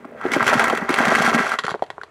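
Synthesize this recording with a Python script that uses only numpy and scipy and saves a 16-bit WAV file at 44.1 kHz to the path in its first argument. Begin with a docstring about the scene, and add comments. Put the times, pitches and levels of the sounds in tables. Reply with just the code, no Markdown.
"""Under a faint outdoor background, broken stones begin to slip in a tipped plastic tub, with soft scrapes.
They slide out in two surges: random contacts make them clatter, grit crackles as short noise bursts,
and rolling stones rumble. Knocks and thumps are short swelling tones that ring the tub's wall.
The last stones land on a heap in an earth pit with dry clacks, a few thuds, and settle.
Noise that dies away serves as the echo of the pit and the open air."""
import sys
import numpy as np
from scipy import signal
from scipy.fft import rfft, irfft
from scipy.io import wavfile
from scipy.ndimage import uniform_filter1d

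SR = 44100
rng = np.random.default_rng(int(sys.argv[2]) if len(sys.argv) > 2 else 0)


def wrap_up_sound(samples):
    """Save the sound to the file named by the first command line argument, as 16-bit audio."""
    columns = np.atleast_2d(samples).T
    # keep every value between -1 and 1, then stretch to whole-number steps
    tamed = np.clip(columns, -1, 1)
    steps = np.round(tamed * 32767).astype(np.int16)
    wavfile.write(sys.argv[1], SR, steps)


N = 92610  # length [samples], 2.1 s

# Tone colour of the background: (frequency [Hz], level per Hz [dB])
OUTDOORS_COLOUR = [(25, -1), (70, 5), (130, 4), (220, -8), (450, 0), (1300, -4), (2500, -14), (5000, -27.5),
                   (8000, -29), (8500, -29), (9000, -31), (16000, -50)]
# Sliding load, levels before the trims below:
# (time [s], clatter level [dB], grit level [dB], rumble level [dB])
SLIDE_LEVELS = [(0.1, -50.5, -84, -39), (0.144, -51.5, -76, -39), (0.222, -32.5, -55, -39.5),
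                (0.252, -27, -49, -28.5), (0.306, -30, -51, -29), (0.334, -23.5, -27, -28.5),
                (0.372, -21.5, -41.5, -12.5), (0.392, -28.5, -42, -30), (0.408, -18, -44, -23),
                (0.454, -29, -38.5, -29.5), (0.474, -19, -24, -19), (0.52, -16, -38, -23.5),
                (0.54, -13, -26, -18.5), (0.552, -23, -35, -27.5), (0.61, -16.5, -34, -22),
                (0.878, -32, -52.5, -30.5), (0.894, -22.5, -40, -17), (0.912, -22.5, -34, -25),
                (0.956, -24, -35, -27.5), (1.002, -18.5, -35, -22), (1.298, -18.5, -29, -21),
                (1.32, -26.5, -42.5, -20), (1.352, -19, -26, -27.5), (1.376, -21, -51, -29),
                (1.386, -19, -34.5, -22), (1.5, -27, -38, -34.5), (1.542, -22, -37.5, -35.5),
                (1.58, -42, -60.5, -46)]
# Tones of the tub's plastic wall: (frequency [Hz], time to fall 60 dB [s], relative level [dB])
TUB_MODES = [(235.4, 0.21, -2), (380, 0.13, -8), (678, 0.032, -9), (782, 0.03, -6), (1216, 0.048, 2),
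             (1315.5, 0.036, 1.5), (1413, 0.23, -4), (1548, 0.052, -3.5), (1615, 0.041, -1),
             (1770, .06, -10), (2010, 0.02, 2), (2580, 0.052, -5), (2850, 0.07, -32)]
# Tone colours of the three sliding sounds: (frequency [Hz], level per Hz [dB])
CLATTER_COLOUR = [(150, -7), (350, -1.5), (700, 0), (1000, 1.5), (1350, -2), (2050, -2.5), (2600, -7),
                  (3500, -12.5), (7000, -11)]
GRIT_COLOUR = [(1000, -21), (2500, 8.5), (4000, 0.5), (6300, -1), (8500, -9.5), (11000, -11), (14000, -26),
               (16000, -34)]
RUMBLE_COLOUR = [(25, -29), (65, -6), (150, -9), (230, -0.5), (310, -3), (420, 0.5), (700, -7.5),
                 (2000, -46)]
# Big stones striking inside the tub: (time [s], level [dB], pitch [Hz], crack level before trim [dB])
KNOCKS = [(.046, -28.5, 1125, -52), (.050, -29, 705, -45.5), (0.213, -22, 1210, -36), (.253, -18, 720, -50),
          (.318, -21, 1980, -18), (0.336, -14.5, 1230, -12), (.340, -21, 1870, -37), (.406, -8, 1350, -27),
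          (0.427, -14, 1380, -20.5), (0.429, -10.5, 1090, -21), (.443, -29, 1800, -22),
          (.467, -15, 1680, -17), (0.479, -6.5, 1560, -11.5), (.490, -12, 1600, -22),
          (0.496, -18, 1560, -13.5), (0.534, -19, 1190, -19), (0.54, -20, 1480, -14),
          (0.595, -8.5, 1680, -9.5), (0.612, -10.5, 1250, -22), (.641, -14, 1700, -10.5),
          (.681, -11.5, 1470, -18), (0.699, -12.5, 1090, -15), (0.728, -12, 608, -26),
          (0.75, -19, 2180, -20.5), (0.774, -33, 1770, -20), (.822, -17.5, 875, -41),
          (.892, -12.5, 1000, -15.5), (0.903, -16, 890, -20.5), (.942, -16.5, 4750, -13.5),
          (.962, -13, 1870, -34), (0.987, -9, 1690, -11.5), (1.005, -8, 740, -31),
          (1.053, -23, 1400, -14.5), (1.081, -17, 1350, -16.5), (1.115, -10, 1290, -39),
          (1.120, -5, 655, -28), (1.151, -7.5, 1380, -13.5), (1.156, -6, 1910, -16),
          (1.222, -20, 1290, -15), (1.253, -14, 1000, -15), (1.264, -13, 1500, -17),
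          (1.276, -10.5, 1440, -25), (1.291, -14, 1300, -25), (1.330, -12, 1200, -28),
          (1.346, -20, 1430, -14), (1.379, -15, 1200, -23), (1.393, -9, 1380, -22),
          (1.466, -14.5, 1310, -25), (1.493, -22, 1400, -22), (1.518, -11.5, 1300, -21.5),
          (1.54, -14.5, 1300, -24)]
# Tone colour of the cracks in the tub: (frequency [Hz], level per Hz [dB])
TUB_CRACK_COLOUR = [(80, -38), (400, -9.5), (1200, 8.5), (2300, 10), (2900, 1.5), (3600, -2.5),
                    (6000, -8.5), (9000, -9), (12000, -18.5), (16000, -24)]
# Heavy stones rolling over and thumping the tub's bottom: (time [s], level [dB], pitch [Hz])
THUMPS = [(0.051, -32, 267), (.252, -15.5, 370), (.263, -18, 370), (0.318, -23, 285), (.363, -10, 307),
          (.411, -29, 130), (0.552, -18, 238), (0.563, -22.5, 140), (0.733, -13.5, 403), (0.821, -22, 225),
          (0.903, -14, 332), (1.001, -16.5, 256), (1.078, -17.5, 212), (1.121, -22, 278),
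          (1.200, -19.5, 200), (1.275, -21, 220), (1.344, -14.5, 233), (1.357, -19, 234), (1.398, -20, 230)]
# Short scrapes on the plastic as the load starts to slip: (time [s], level [dB])
SCRAPES = [(.121, -30.5), (.148, -30), (.160, -31), (.176, -35.5)]
# Stones landing on the heap:
# (time [s], level [dB], pitch [Hz], swell to the peak [cycles], crack level before trim [dB])
LANDINGS = [(1.5875, -15, 1330, 1.2, -13.5), (1.59, -21, 1330, 2.4, -15.5), (1.637, -19.5, 1280, 3, -26),
            (1.643, -12, 1330, 1, -29), (1.644, -19.5, 484, 1.16, -30), (1.651, -27, 1100, 1.6, -22),
            (1.666, -13.5, 1213, 1.7, -20.5), (1.681, -7, 1150, 0.8, -26), (1.682, -17.5, 830, 1.5, -30),
            (1.692, -13, 1210, 1.4, -25.5), (1.701, -15, 890, 0.79, -26), (1.707, -19, 1330, 0.69, -21.5),
            (1.716, -12.5, 880, 0.53, -29), (1.742, -8.5, 960, 0.51, -46), (1.747, -14, 530, 0.68, -37),
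            (1.756, -16, 640, 0.5, -42), (1.794, -25, 1050, 0.59, -47), (1.8227, -4.5, 702, 0.97, -31),
            (1.827, -19, 810, 1.2, -41), (1.838, -42, 756, 0.81, -36), (1.864, -52, 3800, 2.3, -43),
            (1.9026, -16.5, 833, 0.7, -27.5), (1.981, -16.5, 940, 0.65, -62),
            (2.0137, -21, 1490, 1.95, -38), (2.034, -18.5, 1150, 0.92, -30.5)]
# Tone colour of the cracks on the heap: (frequency [Hz], level per Hz [dB])
HEAP_CRACK_COLOUR = [(300, -8.5), (1400, 8.5), (1900, 11), (2350, -2), (3200, 1.5), (4400, -2.5),
                     (5500, -11), (7500, -11.5), (8600, -23), (9800, -14), (12500, -34), (16000, -40)]
# Dull thuds of the earth under some landings: (time [s], level [dB])
THUDS = [(1.643, -22), (1.715, -23.5), (1.746, -41), (1.825, -49)]

# T60 is the time a sound takes to fall by 60 dB; CYCLES is the time to the peak of a blow.
OUTDOORS_DB = -51
CLATTER_TRIM_DB, GRIT_TRIM_DB, RUMBLE_TRIM_DB = 0.5, 0.5, -4
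ONSET_DB_PER_S, RUN_OUT_DB_PER_S = 32, 83  # slopes before the first and after the last table row
CONTACTS_PER_S = 1600  # nominal; the random gaps come out slightly shorter
CONTACT_SCATTER_DB, CONTACT_CYCLES = 3, 0.92
STONE_HZ, STONE_SPREAD_OCT = 1382, 0.61  # pitch of a middling stone; smaller stones sound higher
GRIT_PER_S, GRIT_SCATTER_DB, GRIT_T60_S = 1500, 6, 0.015
ROLLS_PER_S, ROLL_T60_S = 170, 0.03
CLATTER_RING_DB, KNOCK_RING_DB, THUMP_RING_DB = -7.5, -3.5, -4  # ringing of the tub's wall
KNOCK_CYCLES, THUMP_CYCLES = 1.03, 1
SCRAPE_HZ, SCRAPE_CYCLES = 570, 1.25
SWELL_POWER = 2.37  # steepness of a blow's rise and fall
CRACK_T60_S = 0.024
TRICKLE_DB, TRICKLE_T60_S = -22.5, 0.15  # chips that skitter after a blow
HEAP_HZ, HEAP_CYCLES, HEAP_DB = 428, 2.1, -19.5  # give of the heap; level relative to the landing
EARTH_HZ, EARTH_CYCLES = 155, 0.45
PIT_T60_S, PIT_DB, AIR_T60_S, AIR_DB = 0.057, -10, 0.26, -21.5
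LOW_CUT_HZ, TOP_HZ = 104, 15600


def undb(db):
    """Turn decibels into a plain multiplier of the sound's height."""
    return 10 ** (np.asarray(db) / 20)


def unit(x):
    """Scale to an energy of one."""
    return x / np.sqrt(np.sum(x ** 2))


def through(x, response):
    """Let every sample of a sound set off the given response, and add them all up."""
    return signal.fftconvolve(x, response)[:N]


def add(out, start, sound):
    """Mix a sound in at its start time."""
    i = max(int(start * SR), 0)
    out[i:i + len(sound)] += sound[:max(N - i, 0)]


def colour(x, points):
    """Shape the balance of low and high tones, without echo ahead of a sound; white noise keeps its power."""
    hz, db = np.array(points).T
    size = 4096
    f = np.maximum(np.arange(size // 2 + 1) * SR / size, 1)
    level_db = np.interp(np.log(f), np.log(hz), db)
    # folding the cepstrum makes the filter respond only after its input
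    cepstrum = irfft(np.log(undb(level_db)))
    cepstrum[1:size // 2] *= 2
    cepstrum[size // 2 + 1:] = 0
    response = irfft(np.exp(rfft(cepstrum)))
    return through(x, unit(response))


def fade(t60):
    """Steady decay from 1 that falls 60 dB in t60 seconds, cut off after half a second."""
    return undb(-60 * np.arange(SR // 2) / SR / t60)


def outdoors():
    """Faint background: steady noise with its own tone colour."""
    return undb(OUTDOORS_DB) * colour(rng.standard_normal(N), OUTDOORS_COLOUR)


def blow(hz, cycles):
    """One stone jolted by a contact: a few cycles that swell quickly and die away."""
    turns = hz * np.arange(int(8 * cycles / hz * SR)) / SR
    swell = (turns / cycles * np.exp(1 - turns / cycles)) ** SWELL_POWER  # peak of 1
    return swell * np.sin(2 * np.pi * turns)


def tub(ring_db):
    """Response of the tub at one random spot: the direct blow, then the dying tones of the wall."""
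    t = np.arange(SR // 2) / SR
    phases = rng.uniform(-np.pi / 2, np.pi / 2, len(TUB_MODES))
    ring = np.zeros(len(t))
    for (hz, t60, db), phase in zip(TUB_MODES, phases):
        # dividing by t60 makes short tones start louder
        ring += undb(db) * fade(t60) / t60 * np.cos(2 * np.pi * hz * t + phase)
    response = undb(ring_db) * 45 / SR * ring
    response[0] += 1  # the direct blow
    return response


def contacts(per_s, scatter_db):
    """Random clicks of uneven size."""
    happens = rng.random(N) < per_s / SR
    return happens * undb(scatter_db * np.clip(rng.standard_normal(N), -2, 2))


def crackle(clicks, t60):
    """Each click sets off its own short burst of noise."""
    power = np.abs(through(clicks ** 2, fade(t60) ** 2))
    return rng.standard_normal(N) * np.sqrt(power)


def follow(x, db):
    """Even out a stream of contacts, then give it the level of the sliding load, with soft ends."""
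    t, times = np.arange(N) / SR, np.array(SLIDE_LEVELS)[:, 0]
    power = uniform_filter1d(uniform_filter1d(x ** 2, size=900), size=900)
    power = power + 0.025 * np.mean(x ** 2)  # keeps quiet gaps from being blown up
    before_db = ONSET_DB_PER_S * np.maximum(times[0] - t, 0)
    after_db = RUN_OUT_DB_PER_S * np.maximum(t - times[-1], 0)
    return x / np.sqrt(power) * undb(np.interp(t, times, db) - before_db - after_db)


def jostling(spots=6):
    """Stones of many sizes knock together at several spots of the tub and ring its wall."""
    tracks = np.zeros((spots, N))
    draws = np.clip(rng.standard_normal((4000, 3)), -2, 2)
    starts = np.cumsum(draws[:, 0] ** 2) / CONTACTS_PER_S
    for k, (start, (_, size, force)) in enumerate(zip(starts[starts < N / SR], draws)):
        hz = STONE_HZ * 2 ** (-STONE_SPREAD_OCT * size)
        # high blows are shorter, so they are raised to carry as much energy
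        level = undb(CONTACT_SCATTER_DB * force) * np.sqrt(hz / STONE_HZ)
        add(tracks[k % spots], start, level * blow(hz, CONTACT_CYCLES))
    return sum(through(track, tub(CLATTER_RING_DB)) for track in tracks)


def grit_bursts():
    """Tiny chips knock at random, each with a very short burst of noise."""
    return crackle(contacts(GRIT_PER_S, GRIT_SCATTER_DB), GRIT_T60_S)


def rolling():
    """Rolling stones bump the tub with random short noise bursts and ring it."""
    bumps = crackle(contacts(ROLLS_PER_S, CONTACT_SCATTER_DB), ROLL_T60_S)
    return through(bumps, tub(THUMP_RING_DB))


def sliding_load():
    """The stones clatter, grit crackles, and rolling makes the bottom of the tub rumble."""
    _, clatter_db, grit_db, rumble_db = np.array(SLIDE_LEVELS).T
    grit = follow(colour(grit_bursts(), GRIT_COLOUR), grit_db + GRIT_TRIM_DB)
    rumble = follow(colour(rolling(), RUMBLE_COLOUR), rumble_db + RUMBLE_TRIM_DB)
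    clatter = follow(colour(jostling(), CLATTER_COLOUR), clatter_db + CLATTER_TRIM_DB)
    return clatter + grit + rumble


def cracks(table, points, trim_db):
    """The bright snap of stone edges meeting at each blow, and the chips that skitter after it."""
    clicks = np.zeros(N)
    for start, *_, db in table:
        add(clicks, start, undb([db + trim_db]))
    chips = grit_bursts()
    trickle = undb(TRICKLE_DB) * chips / np.std(chips) * through(clicks, fade(TRICKLE_T60_S))
    snaps = crackle(clicks, CRACK_T60_S)
    return colour(snaps + trickle, points)


def tub_blows():
    """Hard knocks, soft heavy thumps and the first scrapes all make the tub's wall ring."""
    hard, soft = np.zeros((2, N))
    for start, db, hz, _ in KNOCKS:
        add(hard, start, undb(db) * blow(hz, KNOCK_CYCLES))
    for start, db, hz in THUMPS:
        add(soft, start, undb(db) * blow(hz, THUMP_CYCLES))
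    for start, db in SCRAPES:
        add(hard, start, undb(db) * blow(SCRAPE_HZ, SCRAPE_CYCLES))
    ringing = through(hard, tub(KNOCK_RING_DB)) + through(soft, tub(THUMP_RING_DB))
    return ringing + cracks(KNOCKS, TUB_CRACK_COLOUR, trim_db=-0.5)


def landings():
    """Dry clacks on the loose heap, which gives a little each time; under some the earth thuds."""
    out = np.zeros(N)
    for start, db, hz, cycles, _ in LANDINGS:
        add(out, start, undb(db) * blow(hz, cycles))
        add(out, start, undb(db + HEAP_DB) * blow(HEAP_HZ, HEAP_CYCLES))
    for start, db in THUDS:
        add(out, start, undb(db) * blow(EARTH_HZ, EARTH_CYCLES))
    return out + cracks(LANDINGS, HEAP_CRACK_COLOUR, trim_db=0.5)


def burst(t60):
    """Noise that dies away."""
    return rng.standard_normal(SR // 2) * fade(t60)


def pit_and_air_echo(stones):
    """Many faint echoes: a short, stronger tail from the pit and a longer, weaker one from the open air."""
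    pit = undb(PIT_DB) * unit(burst(PIT_T60_S))
    air = undb(AIR_DB) * unit(burst(AIR_T60_S))
    return through(stones, pit + air)


def scene():
    """Add up the stones, their echo and the background, as one channel."""
    stones = sliding_load() + tub_blows() + landings()
    return (stones + pit_and_air_echo(stones) + outdoors())[None]


def record(dry):
    """The recorder thins the deep bass, rounds the highest peaks and cuts the top."""
    ceiling = 0.7
    low_cut = signal.butter(2, LOW_CUT_HZ, "high", fs=SR, output="sos")
    thinned = signal.sosfilt(low_cut, dry)
    rounded = thinned / (1 + (thinned / ceiling) ** 6) ** (1 / 6)
    top_cut = signal.ellip(8, 0.2, 70, TOP_HZ, fs=SR, output="sos")
    return signal.sosfilt(top_cut, rounded)


dry = scene()
out = record(dry)
wrap_up_sound(out)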